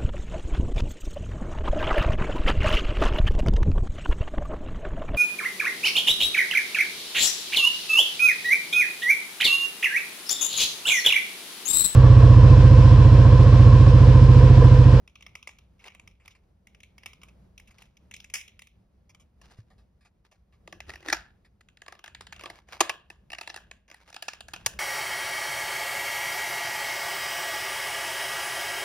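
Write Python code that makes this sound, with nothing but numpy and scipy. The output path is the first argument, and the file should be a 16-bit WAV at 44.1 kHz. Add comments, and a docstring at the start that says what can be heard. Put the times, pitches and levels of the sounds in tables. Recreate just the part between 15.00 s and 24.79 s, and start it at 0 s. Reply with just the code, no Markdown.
"""Fingers work the lid of a plastic battery holder until it snaps shut, lift a hollow plastic flash handle
off the table, slide the holder in and press it until it latches: noise bursts ring damped modes.
Rubbing is jerky coloured noise, the open handle hums as a resonance, heavy moves add low damped sines.
A small quiet room with a far rumble of shaped noise; a widened stereo picture."""
import sys
import numpy as np
from scipy import signal
from scipy.fft import rfft, irfft, next_fast_len
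from scipy.io import wavfile
from scipy.ndimage import uniform_filter1d

SR = 44100
rng = np.random.default_rng(int(sys.argv[2]) if len(sys.argv) > 2 else 0)


def wrap_up_sound(samples):
    """Save the sound to the file named by the first command line argument, as 16-bit audio."""
    columns = np.atleast_2d(samples).T
    # keep every value between -1 and 1, then stretch to whole-number steps
    tamed = np.clip(columns, -1, 1)
    steps = np.round(tamed * 32767).astype(np.int16)
    wavfile.write(sys.argv[1], SR, steps)


N = 431738


def from_db(db):
    """Decibels to amplitude."""
    return 10 ** (np.asarray(db) / 20)


def rms_one(x):
    """Scale to rms 1."""
    return x / np.sqrt(np.mean(x ** 2) + 1e-20)


def at_hz(points, hz):
    """Interpolate a table over log frequency."""
    point_hz, values = np.array(points)[:, 0], np.array(points)[:, 1]
    return np.interp(np.log(hz + 1), np.log(point_hz), values)


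def pair(noise, alike):
    """Mix two noises as mid and side into left and right with the given likeness."""
    alike = np.clip(alike, -1, 1)
    mid = np.sqrt(1 + alike) * noise[0]
    side = np.sqrt(1 - alike) * noise[1]
    return mid + side * np.array([[1], [-1]])


def coloured(noise, spectrum, alike):
    """Stereo noise with a spectrum and a likeness by frequency; rms 1."""
    size = next_fast_len(N)
    gain = from_db(at_hz(spectrum, np.fft.rfftfreq(size, 1 / SR)))
    shaped = pair(rfft(noise, size), alike) * gain
    return rms_one(irfft(shaped, size)[:, :N])


def drift(rate_hz):
    """Slow random wander of rms 1: noise knots at 200 Hz, averaged twice."""
    slow = rng.standard_normal(int(N / SR * 200) + 2)
    width = max(int(100 / rate_hz), 1)
    for _ in range(2):
        slow = uniform_filter1d(slow, width)
    return np.interp(np.linspace(0, len(slow) - 1, N), np.arange(len(slow)), rms_one(slow))


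def jerks(per_s, lasts_s, shape):
    """Random stick-slip jerks of uneven size, each dying exponentially."""
    sizes = from_db(4.0 * np.minimum(rng.exponential(1, shape), 3))
    impulses = (rng.random(shape) < per_s / SR) * sizes
    return signal.lfilter([1], [1, -np.exp(-1 / (lasts_s * SR))], impulses)


def resonance(x, hz, width_hz):
    """Two-pole band with about unit gain at its peak."""
    r = np.exp(-np.pi * width_hz / SR)
    zeros = np.array([1, 0, -1]) * (1 - r * r) / 2
    poles = [1, -2 * r * np.cos(2 * np.pi * hz / SR), r * r]
    return signal.lfilter(zeros, poles, x + 1e-18)


# rumble level: start_s, level_db (mean of the drift)
RUMBLE_LEVEL = [(0.0, -60), (1.25, -63), (2.18, -58), (3.52, -62), (4.58, -60), (5.26, -66), (5.92, -56.5),
                (6.6, -65.5), (7.47, -59.5), (9.27, -67.5), (9.79, -51)]
# rumble and hiss spectrum: freq_hz, density_db (per Hz)
AIR_SPECTRUM = [(20, -21), (60, 2.5), (135, -11), (195, -8), (270, -20), (575, -23), (1500, -36.5),
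                (16000, -55)]
# left-right likeness: freq_hz, likeness (0 to 1)
AIR_WIDTH = [(130, .99), (700, .2), (7500, .8)]


def air():
    """Far low rumble that swells and sinks, over a faint hiss: one drifting shaped noise."""
    hz = np.fft.rfftfreq(next_fast_len(N), 1 / SR)
    level_db = np.interp(np.arange(N) / SR, *np.transpose(RUMBLE_LEVEL)) + 2.1 * drift(4.8)
    noise = rng.standard_normal((2, N))
    return from_db(level_db) * coloured(noise, AIR_SPECTRUM, at_hz(AIR_WIDTH, hz))


# low swings of table and hand under the heaviest moves: start_s, level_db
THUMP_STARTS = [(4.588, -36), (9.662, -38.5)]
THUMP_HZ, THUMP_T60_S = 109.6, 0.11


def thump():
    """Damped sines: table and hand swing after heavy moves."""
    out = np.zeros(N)
    for start_s, level_db in THUMP_STARTS:
        t = np.maximum(np.arange(N) / SR - start_s, 0)
        out += from_db(level_db - 60 * t / THUMP_T60_S) * np.sin(2 * np.pi * THUMP_HZ * t)
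    return out


# contact brightness and the ring the grip leaves free: start_s, bright_db, free_hz, free_db
GRIP_SHIFTS = [(0, -7.5, 2536, -11.5), (3.7, -2.5, 2600, -5), (4.1, -0.5, 2990, -4), (5.5, -2, 2240, -6),
               (5.9, -6.5, 1890, 3), (7.2, -6.5, 2087, -13.5), (8.25, -3.5, 2710, 7.5),
               (8.6, -4.5, 2730, -1.5), (9.1, -2.5, 1770, -5.5)]


def grip_at(s):
    """Contact brightness, free ring pitch and its level, gliding as the hands shift."""
    times, *columns = np.transpose(GRIP_SHIFTS)
    return [np.interp(s, times, column) for column in columns]


# skin and plastic rubbing: start_s, end_s, level_db (before drift and jerks)
RUB_STROKES = [(0.778, 0.905, -65.5), (1.227, 1.31, -67), (2.67, 2.842, -68.5), (4.406, 4.581, -67.5),
               (5.233, 5.34, -81), (5.862, 5.94, -52), (6.012, 6.124, -52.5), (7.395, 7.564, -62.5),
               (7.661, 7.826, -57.5), (8.893, 9.133, -67), (9.555, 9.79, -63.5)]
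# friction spectrum: freq_hz, density_db (per Hz)
RUB_SPECTRUM = [(120, -25.5), (300, -1.5), (900, 2.5), (2300, -3), (6000, -12.5), (16000, -27)]
SQUEAK_DB, SQUEAK_WIDTH_HZ = 1, 130
RUSTLE_HZ, RUSTLE_WIDTH_HZ = 4830, 2800


def rubbing():
    """Jerky friction noise: strokes swell, fade, squeak in the free ring; dry skin adds a bright band."""
    gritty = rng.standard_normal((2, N)) * (1 + 1.5 * jerks(150, .002, N))
    rough = coloured(gritty, RUB_SPECTRUM, 0.81) * from_db(5.6 * drift(15))
    t, out = np.arange(N) / SR, np.zeros((2, N))
    for start_s, end_s, level_db in RUB_STROKES:
        bright_db, free_hz, _ = grip_at(start_s)
        swell = np.clip((t - start_s) / .025, 0, 1)
        fade = from_db(level_db - 200 * np.maximum(t - end_s, 0))   # 200 dB/s
        stroke = rough * swell * fade
        squeak = from_db(SQUEAK_DB) * resonance(stroke, free_hz, SQUEAK_WIDTH_HZ)
        rustle = from_db(bright_db) * resonance(stroke, RUSTLE_HZ, RUSTLE_WIDTH_HZ)
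        out += stroke + squeak + rustle
    return out


SHUT_S = 6.13   # the holder closes the handle's mouth
PIPE_HZ, PIPE_WIDTH_HZ, PIPE_DB = 332, 56, 11.5


def pipe(handled):
    """Air in the open handle resonates with its touches in the 0.5 s before its mouth closes."""
    t = np.arange(N) / SR
    sliding = (t > SHUT_S - .5) & (t < SHUT_S)
    return from_db(PIPE_DB) * resonance(handled * sliding, PIPE_HZ, PIPE_WIDTH_HZ)


def struck(modes, push, chance, spread_db=2.5, grip=0.025):
    """A push rings modes of random strength, detuned by the grip; the first 4 ms have rms 1."""
    t = np.arange(2000)[:, None] / SR
    hz, level_db, t60_s = np.transpose(modes)
    count = len(hz)
    hz = hz * (1 + grip * chance[1, :count])
    signs = (-1) ** np.arange(count)   # neighbours opposed: no gaps between
    strength = from_db(level_db + spread_db * chance[0, :count]) * signs
    ring = np.sin(2 * np.pi * hz * t) * from_db(-60 * t / t60_s) @ strength
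    out = signal.fftconvolve(push, ring[None], axes=1)[:, :push.shape[1]]
    return out / np.sqrt(np.mean(out[:, :180] ** 2))


# metal contact modes: freq_hz, level_db, t60_s
CONTACT_MODES = [(4670, 4.5, 0.0011), (5496, 2.7, 0.0022), (6850, -2, 0.0031), (9750, 4.5, 0.00041),
                 (13300, -8.5, 0.001), (14600, -10, 0.00056)]
TAIL_T60_S, TAIL_LIKENESS = (0.32, 0.32, 0.084, 0.21), 0.62   # cavity, body, free ring, contacts
FREE_T60_S = 0.013
MIDDLING_DB = -30   # strength of an ordinary blow
SCUFF_DB = -46   # weaker touches drag out into a scuff


def blows(events, cavity, body, chatter_s):
    """Bursts of tiny contacts ring cavity, body, free ring and contacts; cells rattle, the room answers."""
    t = np.arange(14000) / SR
    out = np.zeros((2, N + len(t)))
    grit = rng.standard_normal((len(events), 3, len(t)))
    chance = rng.standard_normal((len(events), 4, 2, 8))
    rattles = 1 + .6 * jerks(60, .002, (len(events), len(t)))
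    for event, noise, dice, rattle in zip(events, grit, chance, rattles):
        start_s, peak_db, hollow_db, bright_db, free_hz, tail_db, free_db = event
        # hard blows chatter longer, faint ones drag
        hardness = from_db(0.21 * max(peak_db - MIDDLING_DB, -6))
        lasts_s = chatter_s * hardness * (1 + .5 * max(SCUFF_DB - peak_db, 0))
        burst = noise[0] * np.minimum(t / 0.00048, 1) * np.exp(-(t / lasts_s) ** 2)
        tail_swell = from_db(tail_db) * np.minimum(t / 0.00097, 1)
        tail = tail_swell * rattle * pair(noise[1:], TAIL_LIKENESS)
        mode_sets = (cavity, body, [(free_hz, 0, FREE_T60_S)], CONTACT_MODES)
        levels_db = (hollow_db, 0, free_db, bright_db)
        start = round(start_s * SR)
        for modes, level_db, t60_s, part_dice in zip(mode_sets, levels_db, TAIL_T60_S, dice):
            sound = struck(modes, burst + tail * from_db(-60 * t / t60_s), part_dice)
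            # 10.5 dB: the burst's rms lies below its peak
            out[:, start:start + len(t)] += from_db(peak_db + level_db - 10.5) * sound
    no_bass = signal.butter(2, 280, "high", fs=SR, output="sos")   # small things radiate no bass
    return signal.sosfilt(no_bass, out[:, :N])


# how strongly the hollows ring as the hands turn things: start_s, hollow_db
HOLLOWNESS = [(0, -12.5), (1.3, -13), (1.7, -30), (2.2, -4), (2.6, -35), (4.5, -1), (5.75, -4), (6.09, -19),
              (6.65, -30), (6.9, 0), (7.25, -19), (7.45, -2), (9.25, -9), (9.5, -4.5)]
HARDER_BRIGHTER = 0.031   # dB of contact ring per dB of strength


def ordinary(events, tail_rule):
    """Small blows take their colour from the grip; harder ones are brighter and leave more tail."""
    rows = []
    for start_s, peak_db in events:
        bright_db, free_hz, free_db = grip_at(start_s)
        hollow_db = np.interp(start_s, *np.transpose(HOLLOWNESS))
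        harder_db = peak_db - MIDDLING_DB
        bright_db = bright_db + HARDER_BRIGHTER * harder_db
        tail_db = tail_rule[0] + tail_rule[1] * harder_db
        rows.append((start_s, peak_db, hollow_db, bright_db, free_hz, tail_db, free_db))
    return rows


SNAP_FREE_DB = -4   # free ring of a snap against the body


def snaps(rows):
    """Hard snaps of a catch carry their own colour; all share one free ring level."""
    return [row + (SNAP_FREE_DB,) for row in rows]


# knocks and creaks of the handle, first open, then with the holder inside: start_s, peak_db
HANDLE_KNOCKS = [(4.414, -47.5), (4.507, -54), (4.572, -62), (4.702, -60), (4.78, -63), (5.008, -64),
                 (5.049, -57.5), (5.313, -56.5), (5.524, -62.5), (5.675, -37.5), (5.725, -33.5),
                 (5.803, -31.5), (5.894, -35), (5.902, -33.5), (5.936, -35.5), (5.956, -34.5), (6.026, -46),
                 (6.084, -21.5), (6.099, -19), (6.447, -56), (6.608, -47), (6.686, -45.5), (6.771, -44.5),
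                 (6.818, -33.5), (6.862, -41), (6.881, -32), (6.923, -34), (6.951, -45.5), (6.991, -41.5),
                 (7.04, -31.5), (7.06, -36), (7.077, -33.5), (7.148, -31.5), (7.208, -31.5), (7.268, -35.5),
                 (7.324, -29.5), (7.329, -35), (7.362, -38.5), (7.394, -35), (7.409, -35.5), (7.436, -31),
                 (7.457, -28.5), (7.5, -31.5), (7.686, -44), (7.723, -34), (7.822, -36), (8.101, -35.5),
                 (8.302, -37.5), (8.318, -33), (8.331, -30.5), (8.348, -36.5), (8.384, -29.5),
                 (8.411, -27.5), (8.433, -44), (8.474, -29), (8.494, -36), (8.499, -29), (8.542, -30),
                 (8.561, -27.5), (8.573, -36), (8.712, -33), (8.879, -51.5), (8.9, -41), (8.913, -38),
                 (8.943, -40), (9.042, -78), (9.101, -39.5), (9.127, -38.5), (9.143, -33), (9.163, -28.5),
                 (9.223, -24.5), (9.282, -21), (9.333, -30.5), (9.406, -30), (9.483, -33.5), (9.535, -26),
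                 (9.561, -36.5)]
# catch snaps: start_s, peak_db, hollow_db, bright_db, free_hz, tail_db
HANDLE_SNAPS = [(6.126, -11, -6.5, -2, 2360, -22), (7.8051, -5.5, -3.5, -2, 1694, -22.5),
                (7.894, -15, -5, -5, 2530, -22), (9.661, -14.5, -6.5, 6.5, 2300, -24)]
# handle hollow modes: freq_hz, level_db, t60_s
HANDLE_CAVITY_MODES = [(327, -15, 0.036), (686, 0.5, 0.013), (942, -7.5, 0.016), (1150, -5, 0.022)]
# handle body modes: freq_hz, level_db, t60_s
HANDLE_BODY_MODES = [(1390, -4.5, 0.0038), (1698, -4.5, 0.01), (2440, -1, 0.004), (2660, 3.5, 0.004),
                     (3598, -3, 0.0016)]
HANDLE_TAIL = (-21.5, 0.12)   # dB under a middling blow, dB per dB of strength


def handle_blows():
    """Knocks, creaks and latch snaps ring the handle's shell and hollow."""
    events = ordinary(HANDLE_KNOCKS, HANDLE_TAIL) + snaps(HANDLE_SNAPS)
    return blows(events, HANDLE_CAVITY_MODES, HANDLE_BODY_MODES, chatter_s=0.0048)


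# clicks of lid and cells in the holder: start_s, peak_db
HOLDER_TICKS = [(0.076, -39), (0.155, -37), (0.207, -43), (0.224, -38), (0.2639, -33.5), (0.3524, -28),
                (0.427, -36), (0.4727, -27), (0.49, -36), (0.5857, -43), (0.793, -53.5), (0.841, -38),
                (0.86, -39), (0.8804, -34.5), (0.948, -39.5), (0.9962, -37.5), (1.075, -38.5), (1.199, -60),
                (1.257, -42), (1.278, -35.5), (1.306, -52), (1.35, -51.5), (1.67, -41), (1.747, -45),
                (1.803, -43.5), (1.8319, -39.5), (1.9805, -39.5), (2.0334, -42), (2.059, -27.5),
                (2.132, -41), (2.215, -48), (2.2325, -37.5), (2.284, -48.5), (2.578, -37.5), (2.598, -42),
                (2.6732, -50), (2.708, -50.5), (2.783, -42.5), (2.805, -53), (2.821, -40.5), (2.969, -46.5),
                (3.1114, -37.5), (3.1387, -31), (3.1638, -36.5), (3.2011, -35.5), (3.2431, -37),
                (3.299, -40.5), (3.354, -28), (3.479, -40.5), (3.592, -38), (3.6193, -37), (3.67, -45),
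                (4.093, -51.5), (4.147, -44.5), (4.1968, -55)]
# lid snap: start_s, peak_db, hollow_db, bright_db, free_hz, tail_db
HOLDER_SNAP = [(3.338, -24, -30.5, 5.5, 2000, -5.5)]
# cell well modes: freq_hz, level_db, t60_s
WELL_MODES = [(1200, 0, 0.0069)]
# holder body modes: freq_hz, level_db, t60_s
HOLDER_BODY_MODES = [(2250, -2, 0.0067), (3250, 4, 0.0014)]
HOLDER_TAIL = (-19.5, 0.17)   # dB under a middling blow, dB per dB of strength


def holder_blows():
    """Lid and cell clicks and the lid snap ring the holder's body and wells."""
    events = ordinary(HOLDER_TICKS, HOLDER_TAIL) + snaps(HOLDER_SNAP)
    return blows(events, WELL_MODES, HOLDER_BODY_MODES, chatter_s=0.006)


def scene():
    """Room, thumps, handle with rubbing and pipe hum, holder."""
    handled = handle_blows() + rubbing()
    return air() + thump() + pipe(handled) + handled + holder_blows()


# phase turn of the right channel against the left, by frequency: freq_hz, turn_rad
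STEREO_PHASE = [(0, 0), (1750, .1), (3100, 1.7), (4400, 1.2), (4900, -1), (7200, 3.1), (8300, 3.3),
                (10400, 6.2), (17000, 11)]
CUTOFF_HZ = 16700


def record(dry):
    """The right channel's phase turns to widen the stereo, the highest peaks are rounded, the top is cut."""
    size = next_fast_len(N + 4096)
    turn_rad = np.interp(np.fft.rfftfreq(size, 1 / SR), *np.transpose(STEREO_PHASE))
    right = irfft(rfft(dry[1], size) * np.exp(-1j * turn_rad), size)[:N]
    rounded = np.tanh([dry[0], right])
    top_cut = signal.cheby2(12, 70, CUTOFF_HZ * 1.04, fs=SR, output="sos")   # stopband edge 4 % up
    return signal.sosfilt(top_cut, rounded)


dry = scene()
out = record(dry)
wrap_up_sound(out)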